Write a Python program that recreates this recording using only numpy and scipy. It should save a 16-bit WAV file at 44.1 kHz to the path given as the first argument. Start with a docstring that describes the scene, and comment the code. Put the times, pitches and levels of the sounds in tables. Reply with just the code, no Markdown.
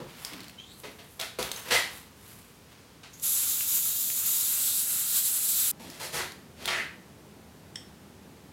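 """Workshop with a gritty concrete floor: one microphone, hands near it at a cloth-covered bench, feet below.
Cloth and paper rustle as filtered grains, soles crush grit, and bench, can and pliers ring as damped modes.
One long aerosol burst, swept to and fro, is dense noise through moving resonances and a comb-like notch.
The hiss breaks off abruptly and the room air changes colour; more steps and a scuff follow, then pliers click.
"""
import sys
import numpy as np
from scipy import signal
from scipy.fft import rfft, irfft, next_fast_len
from scipy.io import wavfile

SR = 44100
rng = np.random.default_rng(int(sys.argv[2]) if len(sys.argv) > 2 else 0)


def master(y):
    """Save y as 16-bit WAV."""
    cut = np.clip(np.atleast_2d(y).T, -1, 1)
    pcm = np.round(cut * 32767)  # scale
    wavfile.write(sys.argv[1], SR, pcm.astype(np.int16))


N = 375732
TIME = np.arange(N) / SR
HISS_STOP_S = 5.714  # the air changes colour here too
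CUTOFF_HZ = 15950


def from_db(db):
    """Decibels to gain."""
    return 10 ** (np.asarray(db) / 20)


def rms_one(x):
    """Scale to unit power."""
    return x / np.sqrt(np.mean(x ** 2) + 1e-20)


def decay(age_s, t60):
    """Exponential decay that falls 60 dB in t60 seconds."""
    return np.exp(-np.log(1000) * age_s / t60)


def at_hz(points, hz):
    """Read a table on a log-frequency axis."""
    f, value = np.transpose(points)
    return np.interp(np.log(np.maximum(hz, 1)), np.log(f), value)


def coloured(x, spectrum):
    """Give a steady excitation a spectrum; rms 1."""
    size = next_fast_len(N)
    gain = from_db(at_hz(spectrum, np.fft.rfftfreq(size, 1 / SR)))
    return rms_one(irfft(rfft(x, size) * gain, size)[:N])


def grains(per_s, spread_db):
    """Random tiny impacts of uneven size and either sign; rms 1."""
    sizes = from_db(spread_db * np.minimum(rng.exponential(1, N), 4))
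    happens = rng.random(N) < per_s / SR
    return rms_one(sizes * rng.choice([-1, 1], N) * happens)


def wander(rate_hz):
    """Slow random unevenness; spread 1."""
    return coloured(rng.standard_normal(N), [(rate_hz, 0), (2 * rate_hz, -12), (20 * rate_hz, -80)])


def swell_and_fade(peak_s, swell_s, t60):
    """A movement gathers evenly to its peak and dies away."""
    gather = np.clip(1 + (TIME - peak_s) / swell_s, 0, 1)
    return gather * decay(np.maximum(TIME - peak_s, 0), t60)


def ring(clicks, hz, t60):
    """A unit click sets a damped sine of starting height 1 ringing."""
    radius = from_db(-60 / (t60 * SR))
    angle = 2 * np.pi * min(hz, SR / 2 - 1) / SR
    poles = [1, -2 * radius * np.cos(angle), radius ** 2]
    return signal.lfilter([0, np.sin(angle)], poles, clicks + 1e-18)


def strike(modes, s, level_db):
    """One hard contact sets an object's modes ringing, with alternating signs."""
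    click = np.zeros(N)
    click[int(s * SR)] = from_db(level_db)
    return sum((-1) ** k * from_db(db) * ring(click, hz, t60) for k, (hz, db, t60) in enumerate(modes))


# room air before and after the hiss stops: (frequency [Hz], relative density [dB per Hz])
AIR_BEFORE = [(15, -60), (25, -76), (53, -2), (189, -0.5), (307, -6), (342, -10), (437, -6.5), (637, -14),
              (691, -14), (981, -13.5), (1870, -18), (2660, -18), (2970, -18.5), (6660, -22.5),
              (15800, -29.5)]
AIR_AFTER = [(15, -54), (25, -32), (33, -15), (53, -18), (76, 0), (120, -5.5), (157, -0.5), (248, -4),
             (729, -15), (812, -13.5), (1040, -18), (1430, -19.5), (2390, -23), (14200, -31.5),
             (15800, -36)]
AIR_BEFORE_DB, AIR_AFTER_DB = -53.45, -51


def air():
    """Low ventilation rumble under a faint even hiss: steady noise of two colours in turn."""
    noise = rng.standard_normal(N)
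    before = from_db(AIR_BEFORE_DB) * coloured(noise, AIR_BEFORE)
    after = from_db(AIR_AFTER_DB) * coloured(noise, AIR_AFTER)
    return np.where(TIME < HISS_STOP_S, before, after)


# how long the workshop rings: (frequency [Hz], t60 [s])
ROOM_T60 = [(200, 0.33), (1000, 0.42), (4000, 0.42), (8000, 0.34), (15000, 0.36)]


def workshop(x, first_echo_s=.006):
    """Diffuse echoes of unit energy, each band of noise fading at its own rate."""
    t = TIME[:SR * 3 // 4]
    noise = rfft(rng.standard_normal(len(t)))
    hz = np.fft.rfftfreq(len(t), 1 / SR)
    edges = np.r_[0, np.geomspace(300, SR / 2, 9)]
    tail = np.zeros(len(t))
    for lo, hi in zip(edges, edges[1:]):
        band = irfft(noise * (hz >= lo) * (hz < hi), len(t))
        tail += band * decay(t, at_hz(ROOM_T60, (lo + hi) / 2))
    tail *= t > first_echo_s
    return signal.fftconvolve(x, tail / np.linalg.norm(tail))[:N]


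# a sleeve or a sheet of paper moves, levels before the trims below:
# (peak time [s], swell [s], fade t60 [s], swish level [dB], crinkle level [dB])
RUSTLES = [(0.1, 0.09, 1.3, -52, -66), (0.25, 0.11, 0.36, -47.5, -52), (0.34, 0.3, 0.9, -43, -74),
           (0.8, 0.15, 2, -74, -57.5), (1.12, 0.16, 0.7, -70, -59.5), (1.45, 0.06, 0.5, -35, -50),
           (1.58, 0.082, 0.66, -41, -48.5), (1.74, 0.12, 0.18, -34, -48), (1.96, 0.11, 0.48, -45, -51),
           (2.32, 0.19, 0.97, -53, -54.5), (2.72, 0.045, 0.9, -54, -76), (3.2, 0.13, 0.2, -61, -65)]
# colours of cloth and of paper: (frequency [Hz], relative density [dB])
SWISH = [(400, -4), (1000, 1), (3000, 0), (5000, -4.5), (9000, -17)]
CRINKLE = [(4000, -24), (7500, 0.5), (12000, 5), (16000, -5)]


def rustle(swish_trim_db=-3, crinkle_trim_db=1.0, uneven_db=1.0):
    """Fibres of cloth and paper catch and slip in clumps of tiny grains."""
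    fibres = grains(per_s=4500, spread_db=2.5) * from_db(uneven_db * wander(rate_hz=31))
    power = np.zeros((2, N))
    for s, swell, t60, swish_db, crinkle_db in RUSTLES:
        levels = from_db([swish_db + swish_trim_db, crinkle_db + crinkle_trim_db])
        power += np.outer(levels, swell_and_fade(s, swell, t60)) ** 2
    return np.sum(np.sqrt(power) * [coloured(fibres, SWISH), coloured(fibres, CRINKLE)], axis=0)


# bumps and scrapes that set bench and trestles sounding, before the feet's mix gains:
# (time [s], pitch [Hz], bandwidth [Hz], level [dB], t60 [s])
BUMPS = [(0.0, 160, 40, -34, 0.3), (0.0, 328, 150, -41.5, 0.15), (0.32, 250, 131, -39, 0.29),
         (0.86, 303, 138, -47.5, 0.44), (1.719, 488, 122, -28.5, 0.18), (1.76, 1970, 150, -23.5, 0.2),
         (5.797, 262, 100, -42, 0.57), (5.798, 735, 400, -42.5, 0.089), (6.007, 1030, 300, -38, 0.095),
         (6.198, 1050, 500, -31, .08)]


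def bumps():
    """A soft blow stirs a cluster of close modes that die away together."""
    out, age = np.zeros(N), TIME[:SR // 2]
    for s, hz, width_hz, level_db, t60 in BUMPS:
        edges = [max(hz - width_hz / 2, 20), hz + width_hz / 2]
        band = signal.butter(2, edges, "band", fs=SR, output="sos")
        cluster = rms_one(signal.sosfilt(band, rng.standard_normal(len(age))))
        at = max(int(s * SR), 0)
        out[at:at + len(age)] += from_db(level_db) * cluster * decay(age, t60)
    return out


# shoes land on concrete, before the feet's mix gains:
# (time [s], slide [s], heel thud level [dB], grit level [dB], fine sand level [dB])
FOOTFALLS = [(0.0, 0.0055, -39, -49, -75), (0.834, 0.013, -42, -41.5, -71), (0.985, 0.01, -53, -48.5, -77),
             (1.193, 0.032, -47, -37, -44), (1.386, 0.0058, -30.5, -36, -37),
             (3.031, 0.0035, -69.5, -46, -61), (5.795, 0.18, -57, -54, -53.5)]
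FOOTFALL_RISE_S, FOOTFALL_T60_S, FOOTFALL_RASP_DB = 0.0023, 0.18, -18  # rasp relative to grit
# soles twist and drag, before the feet's mix gains:
# (time [s], rise [s], slide [s], thud [dB], grit [dB], fine sand [dB], sole rasp [dB])
SCUFFS = [(1.655, 0.018, 0.015, -42.5, -49, -56, -50), (1.703, 0.0072, 0.038, -35.5, -24, -32, -39),
          (1.752, 0.0068, 0.019, -45, -36, -38, -37), (5.993, 0.0087, 0.055, -47, -43.5, -41, -59),
          (6.12, 0.022, 0.02, -38.5, -39, -34.5, -54), (6.165, 0.0094, 0.036, -41.5, -39, -43, -38),
          (6.55, 0.13, 0.01, -44.5, -42.5, -50, -59), (6.674, 0.0044, 0.013, -48, -29, -48, -32.5),
          (6.683, 0.025, 0.082, -44.5, -40.5, -50, -32)]
SCUFF_T60_S = 0.21
# colours of heel thud, crushed grit, fine sand and sole rasp: (frequency [Hz], relative density [dB per Hz])
THUD = [(60, -13), (160, -5), (250, -12), (350, -2.5), (500, -0.5), (750, -9), (1100, -8.5), (2500, -34)]
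GRIT = [(300, -34), (700, 0), (1000, -3), (1800, 0.5), (2700, 0.5), (4300, -2), (6000, -9), (9000, -17),
        (16000, -54)]
SAND = [(2500, -7.5), (5000, -2.5), (7000, -4), (9500, -1.5), (13000, -4), (16000, -14.5)]
RASP = [(800, -42), (1250, -6.5), (1650, -1), (1980, 3), (2250, -4.5), (2900, -8), (5000, -48)]


def steps():
    """A sole lands, crushes grit while it slides, and lets go."""
    contacts = [(s, FOOTFALL_RISE_S, slide, FOOTFALL_T60_S, thud, grit, sand, grit + FOOTFALL_RASP_DB)
                for s, slide, thud, grit, sand in FOOTFALLS]
    contacts += [(s, rise, slide, SCUFF_T60_S, *levels) for s, rise, slide, *levels in SCUFFS]
    power, age = np.zeros((4, N)), TIME[:SR // 2]
    for s, rise, slide, t60, *levels in contacts:
        at = max(int(s * SR), 0)
        press = np.minimum(age / rise, 1) * decay(np.maximum(age - rise - slide, 0), t60)
        power[:, at:at + len(age)] += np.outer(from_db(levels), press) ** 2
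    crunch = grains(per_s=5000, spread_db=2.5)
    parts = [coloured(rng.standard_normal(N), THUD), coloured(crunch, GRIT), coloured(crunch, SAND),
             coloured(grains(per_s=1500, spread_db=4.5), RASP)]
    return np.sum(np.sqrt(power) * parts, axis=0)


# small contacts of fingers, can and grit: (time [s], ring level [dB], pitch [Hz])
TICKS = [(.249, -18, 5100), (.4823, -32, 4500), (.8006, -35, 11200), (1.199, -18.5, 3540),
         (1.2128, -19, 4000), (1.4278, -16.5, 3700), (1.5158, -16.5, 3770), (3.198, -32, 7050),
         (3.6084, -21, 2780), (4.102, -24.5, 2500), (5.901, -30, 5000), (6.32, -30.5, 4500),
         (6.625, -34, 4100), (6.6567, -15, 3600), (6.677, -21, 3570)]
TICK_T60_S, TICK_CRACK_DB = 0.004, -11.5  # crack relative to ring
# fainter contacts at random as the paper settles: time range, middle level, middle pitch
HANDLING_S, FAINT_DB, FAINT_HZ = (0.33, 0.55), -33.5, 3600


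def ticks(crack_t60=0.024, count=6):
    """Each contact is a short crack with a heavily damped ring."""
    out, age = np.zeros(N), TIME[:SR // 10]
    faint = [(np.interp(when, [0, 1], HANDLING_S), FAINT_DB + 10 * (force - .5), FAINT_HZ * 2 ** (pitch - .5))
             for when, force, pitch in rng.random((count, 3))]
    for s, peak_db, hz in faint + list(TICKS):
        noise = signal.lfilter([.7, 0, -.7], [1, -.55], rng.standard_normal(len(age)))
        crack = from_db(TICK_CRACK_DB) * noise * decay(age, crack_t60)
        damped_ring = ring(1. * (age == 0), hz, TICK_T60_S)
        at = int(s * SR)
        out[at:at + len(age)] += from_db(peak_db) * (damped_ring + crack)
    return out


# paper sliding on the bench catches twice, first cleanly and then roughly:
# (peak time [s], swell [s], fade t60 [s], level [dB], roughness [0-1])
CATCHES = [(0.60, 0.024, 0.086, -37.5, 0.2), (0.72, 0.17, 0.3, -50, 0.65)]
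SLIDE_START_S, SLIDE_HZ, SLIDE_RISE_HZ_PER_S = 0.57, 2960, 6500


def paper_slide(octave_db=-7, glide_s=0.2):
    """Fast uneven stick-slip gives a rough note that rises with speed."""
    hz = SLIDE_HZ + SLIDE_RISE_HZ_PER_S * np.clip(TIME - SLIDE_START_S, 0, glide_s)
    phase = 2 * np.pi * np.cumsum(hz) / SR
    # slow noise multiplies the note and spreads it into a narrow or a wide band
    narrow = coloured(rng.standard_normal(N), [(70, 9.5), (200, -21), (900, -11), (3000, -60)])
    wide = coloured(rng.standard_normal(N), [(300, -2), (700, -8), (3000, -50)])
    clean = narrow * np.sin(phase)
    rough = wide * (np.sin(phase) + from_db(octave_db) * np.sin(2 * phase))
    out = np.zeros(N)
    for s, swell, t60, db, roughness in CATCHES:
        note = clean + np.clip(roughness, 0, 1) * (rough - clean)
        out += from_db(db) * swell_and_fade(s, swell, t60) * note
    return out


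# modes of the bench top: (frequency [Hz], level [dB], t60 [s])
BOARD = [(333, -0.5, 0.059), (414, -2.5, .05), (620, 0.5, 0.036), (710, -11, 0.038), (1060, -12, .03)]


def bench_knock():
    """One hard knock sets the bench top's modes ringing."""
    return strike(BOARD, s=1.3875, level_db=-26.5)


# the can clinks as it is picked up: (time [s], level [dB])
CLINKS = [(1.5163, -28), (1.562, -29)]
# modes of the can's shell: (frequency [Hz], level [dB], t60 [s])
CAN = [(6350, -1.5, 0.025), (3900, -4, 0.015)]


def can_clinks():
    """Each contact rings the can's thin shell."""
    return sum(strike(CAN, s, db) for s, db in CLINKS)


# the jaws touch and rebound: (time [s], level [dB])
SNAP = [(7.7574, -27.5), (7.7585, -30), (7.7598, -28.5)]
# modes of the pliers' jaws: (frequency [Hz], level [dB], t60 [s])
PLIERS = [(1880, -10.5, 0.025), (3160, -4.5, 0.023), (3600, -10.5, 0.018), (5000, -15, 0.03),
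          (5430, 0, 0.0078), (7870, -8, 0.011), (8900, -6.5, 0.0038)]


def pliers_click():
    """Contacts in quick succession ring the metal jaws."""
    return sum(strike(PLIERS, s, db) for s, db in SNAP)


def first_puff(start_s=3.132, t60=0.16, puff_db=-47):
    """A first light press on the nozzle lets out a wisp of gas."""
    age = np.maximum(TIME - start_s, 0)
    colour = [(3000, -35), (5500, -15), (6600, -3), (8500, -25), (12500, -16), (16000, -34)]
    wisp = coloured(rng.standard_normal(N), colour)
    return from_db(puff_db) * wisp * np.minimum(age / 0.0025, 1) * decay(age, t60)


# the can swings at an even pace, one row per pass; the swing and surges below are added:
# (hiss level before trim [dB], 4 kHz swell [dB], top sizzle [dB], notch depth [dB])
PASSES = [(-28, 1.5, 0.5, 5), (-28, 1, 2.7, 5), (-29, 0, 2, 4.5), (-27.5, 1.5, -0.5, 3),
          (-27.5, 1.5, 1.5, 1), (-28.5, 1.5, -1, 8)]
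FIRST_PASS_S, SWEEP_PERIOD_S = 3.328, 0.458
# the finger bears down and the jet surges: (time [s], level [dB], top sizzle [dB])
SURGES = [(3.24, 1, -1.5), (4.25, 2.5, 2), (5.48, 2, 1.5)]
SURGE_RISE_S, SURGE_FADE_S = 0.012, 0.14
# what each swing adds at the pass and takes away at the far end
SWING_HISS_DB, SWING_SWELL_DB, SWING_SIZZLE_DB, SWING_NOTCH_HZ = 0.82, -2, -0.7, 450
TURNED_SWELL_DB, TURNED_SIZZLE_DB, TURNED_SWING_HZ = 3, 0.9, -120
# midway the wrist turns to a new aim: the resonances rise and the notch creeps upward
TURN_S, TURN_LENGTH_S, TURN_PITCH_RISE = 4.5, 0.15, 0.067
NOTCH_HZ, TURNED_NOTCH_HZ, NOTCH_CREEP_HZ_PER_S = 12250, 13100, 1300
COMB_HZ, TURNED_COMB_HZ = 2700, 1910  # spacing of the reflection's comb


def sweep(t):
    """The hand's swing, turn and pressure set the jet's level, colour, pitch and notch."""
    passes = (t - FIRST_PASS_S) / SWEEP_PERIOD_S
    swing = np.cos(2 * np.pi * passes)
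    level, swell, sizzle, depth = (np.interp(passes, np.arange(len(PASSES)), column)
                                   for column in np.transpose(PASSES))
    for s, surge_db, sizzle_db in SURGES:
        fade = np.exp(-(np.maximum(t - s, 0) / SURGE_FADE_S) ** 2 / 2)
        surge = np.clip((t - s) / SURGE_RISE_S, 0, 1) * fade
        level = level + surge_db * surge
        sizzle = sizzle + sizzle_db * surge
    level = level + SWING_HISS_DB * swing

    turned = np.clip((t - TURN_S) / TURN_LENGTH_S + .5, 0, 1)
    first_notch = NOTCH_HZ + SWING_NOTCH_HZ * swing
    turned_notch = TURNED_NOTCH_HZ + TURNED_SWING_HZ * swing + NOTCH_CREEP_HZ_PER_S * (t - TURN_S)
    notch_hz = (1 - turned) * first_notch + turned * turned_notch
    swell = swell + swing * ((1 - turned) * SWING_SWELL_DB + turned * TURNED_SWELL_DB)
    sizzle = sizzle + swing * ((1 - turned) * SWING_SIZZLE_DB + turned * TURNED_SIZZLE_DB)
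    pitch = 1 + TURN_PITCH_RISE * (turned - .5)
    comb_hz = (1 - turned) * COMB_HZ + turned * TURNED_COMB_HZ
    return level, swell, sizzle, pitch, notch_hz, comb_hz, depth


# colour of the bare jet: (frequency [Hz], relative density [dB per Hz])
JET_COLOUR = [(300, -53), (600, -25), (800, -19.5), (1250, -19), (1920, -15.5), (3780, -6.5), (5580, -7),
              (7670, -4.5), (9260, -3), (10700, 3.5), (14500, 1), (15700, -7.5)]
# nozzle and can resonances before the turn shifts them: (frequency [Hz], width [Hz], level [dB])
NOZZLE = [(1350, 350, 6.5), (3840, 470, 3), (7510, 1640, 8), (9400, 800, -1.5), (10250, 380, 3.5)]
VALVE_OPEN_S, VALVE_RISE_S = 3.228, 0.022


def spray(trim_db=0.64, leak_db=-17, leak_s=0.03, gust_db=1.0, spatter_db=1.4, comb_reach_hz=1900):
    """Turbulent hiss through the nozzle's resonances; its colour swings as the can is swept about."""
    hz, t, jet = signal.stft(grains(per_s=30000, spread_db=1.6), SR, nperseg=512)
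    level, swell, sizzle, pitch, notch_hz, comb_hz, depth_db = sweep(t)
    hz = hz[:, None]
    shape = at_hz(JET_COLOUR, hz)
    for f, width, db in NOZZLE:
        shape = shape + db * np.exp(-2 * ((hz / pitch - f) / width) ** 2)
    # the part below about 3 kHz wavers on its own
    shape += spatter_db * np.interp(t, TIME, wander(rate_hz=3.9)) * at_hz([(2600, 1), (3500, 0)], hz)
    shape += swell * at_hz([(2600, 0.26), (3500, 0.63), (4600, 0.75), (6500, 0.047)], hz)
    shape += sizzle * at_hz([(9000, 0.11), (11500, -1.0), (13400, 1.15)], hz)
    # direct and reflected hiss cancel at the notch and add up on either side of it
    comb = np.cos(2 * np.pi * (hz - notch_hz) / comb_hz)
    shape -= depth_db * comb * np.exp(-((hz - notch_hz) / comb_reach_hz) ** 2)
    gain = from_db(shape)
    # equal gain energy in every frame, so colour does not set loudness
    gain = gain / np.linalg.norm(gain * (hz < CUTOFF_HZ), axis=0)
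    hiss = rms_one(signal.istft(jet * gain, SR)[1][:N])
    # the valve leaks a little just before it opens fully
    leak = from_db(leak_db) * np.exp(np.minimum(TIME - VALVE_OPEN_S, 0) / leak_s)
    valve = np.maximum(leak, np.clip((TIME - VALVE_OPEN_S) / VALVE_RISE_S + 0.49, 0, 1))
    loudness_db = trim_db + np.interp(TIME, t, level) + gust_db * wander(rate_hz=10)
    return hiss * from_db(loudness_db) * valve * (TIME < HISS_STOP_S)


def scene(feet_direct_db=-3, feet_room_db=-3, hands_room_db=-5):
    """Feet under the bench are heard largely by way of the room; the hands are nearer."""
    feet = steps() + bumps()
    hands = ticks() + can_clinks() + bench_knock() + pliers_click() + paper_slide() + first_puff()
    echoes = workshop(from_db(feet_room_db) * feet + from_db(hands_room_db) * hands)
    mono = air() + rustle() + from_db(feet_direct_db) * feet + hands + echoes + spray()
    return np.array([mono, mono])


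def record(dry, low_cut_hz=42):
    """The microphone sheds deep bass, and the top is cut steeply."""
    thinned = signal.sosfilt(signal.butter(4, low_cut_hz, "high", fs=SR, output="sos"), dry)
    return signal.sosfilt(signal.ellip(12, .05, 70, CUTOFF_HZ, fs=SR, output="sos"), thinned)


dry = scene()
out = record(dry)
master(out)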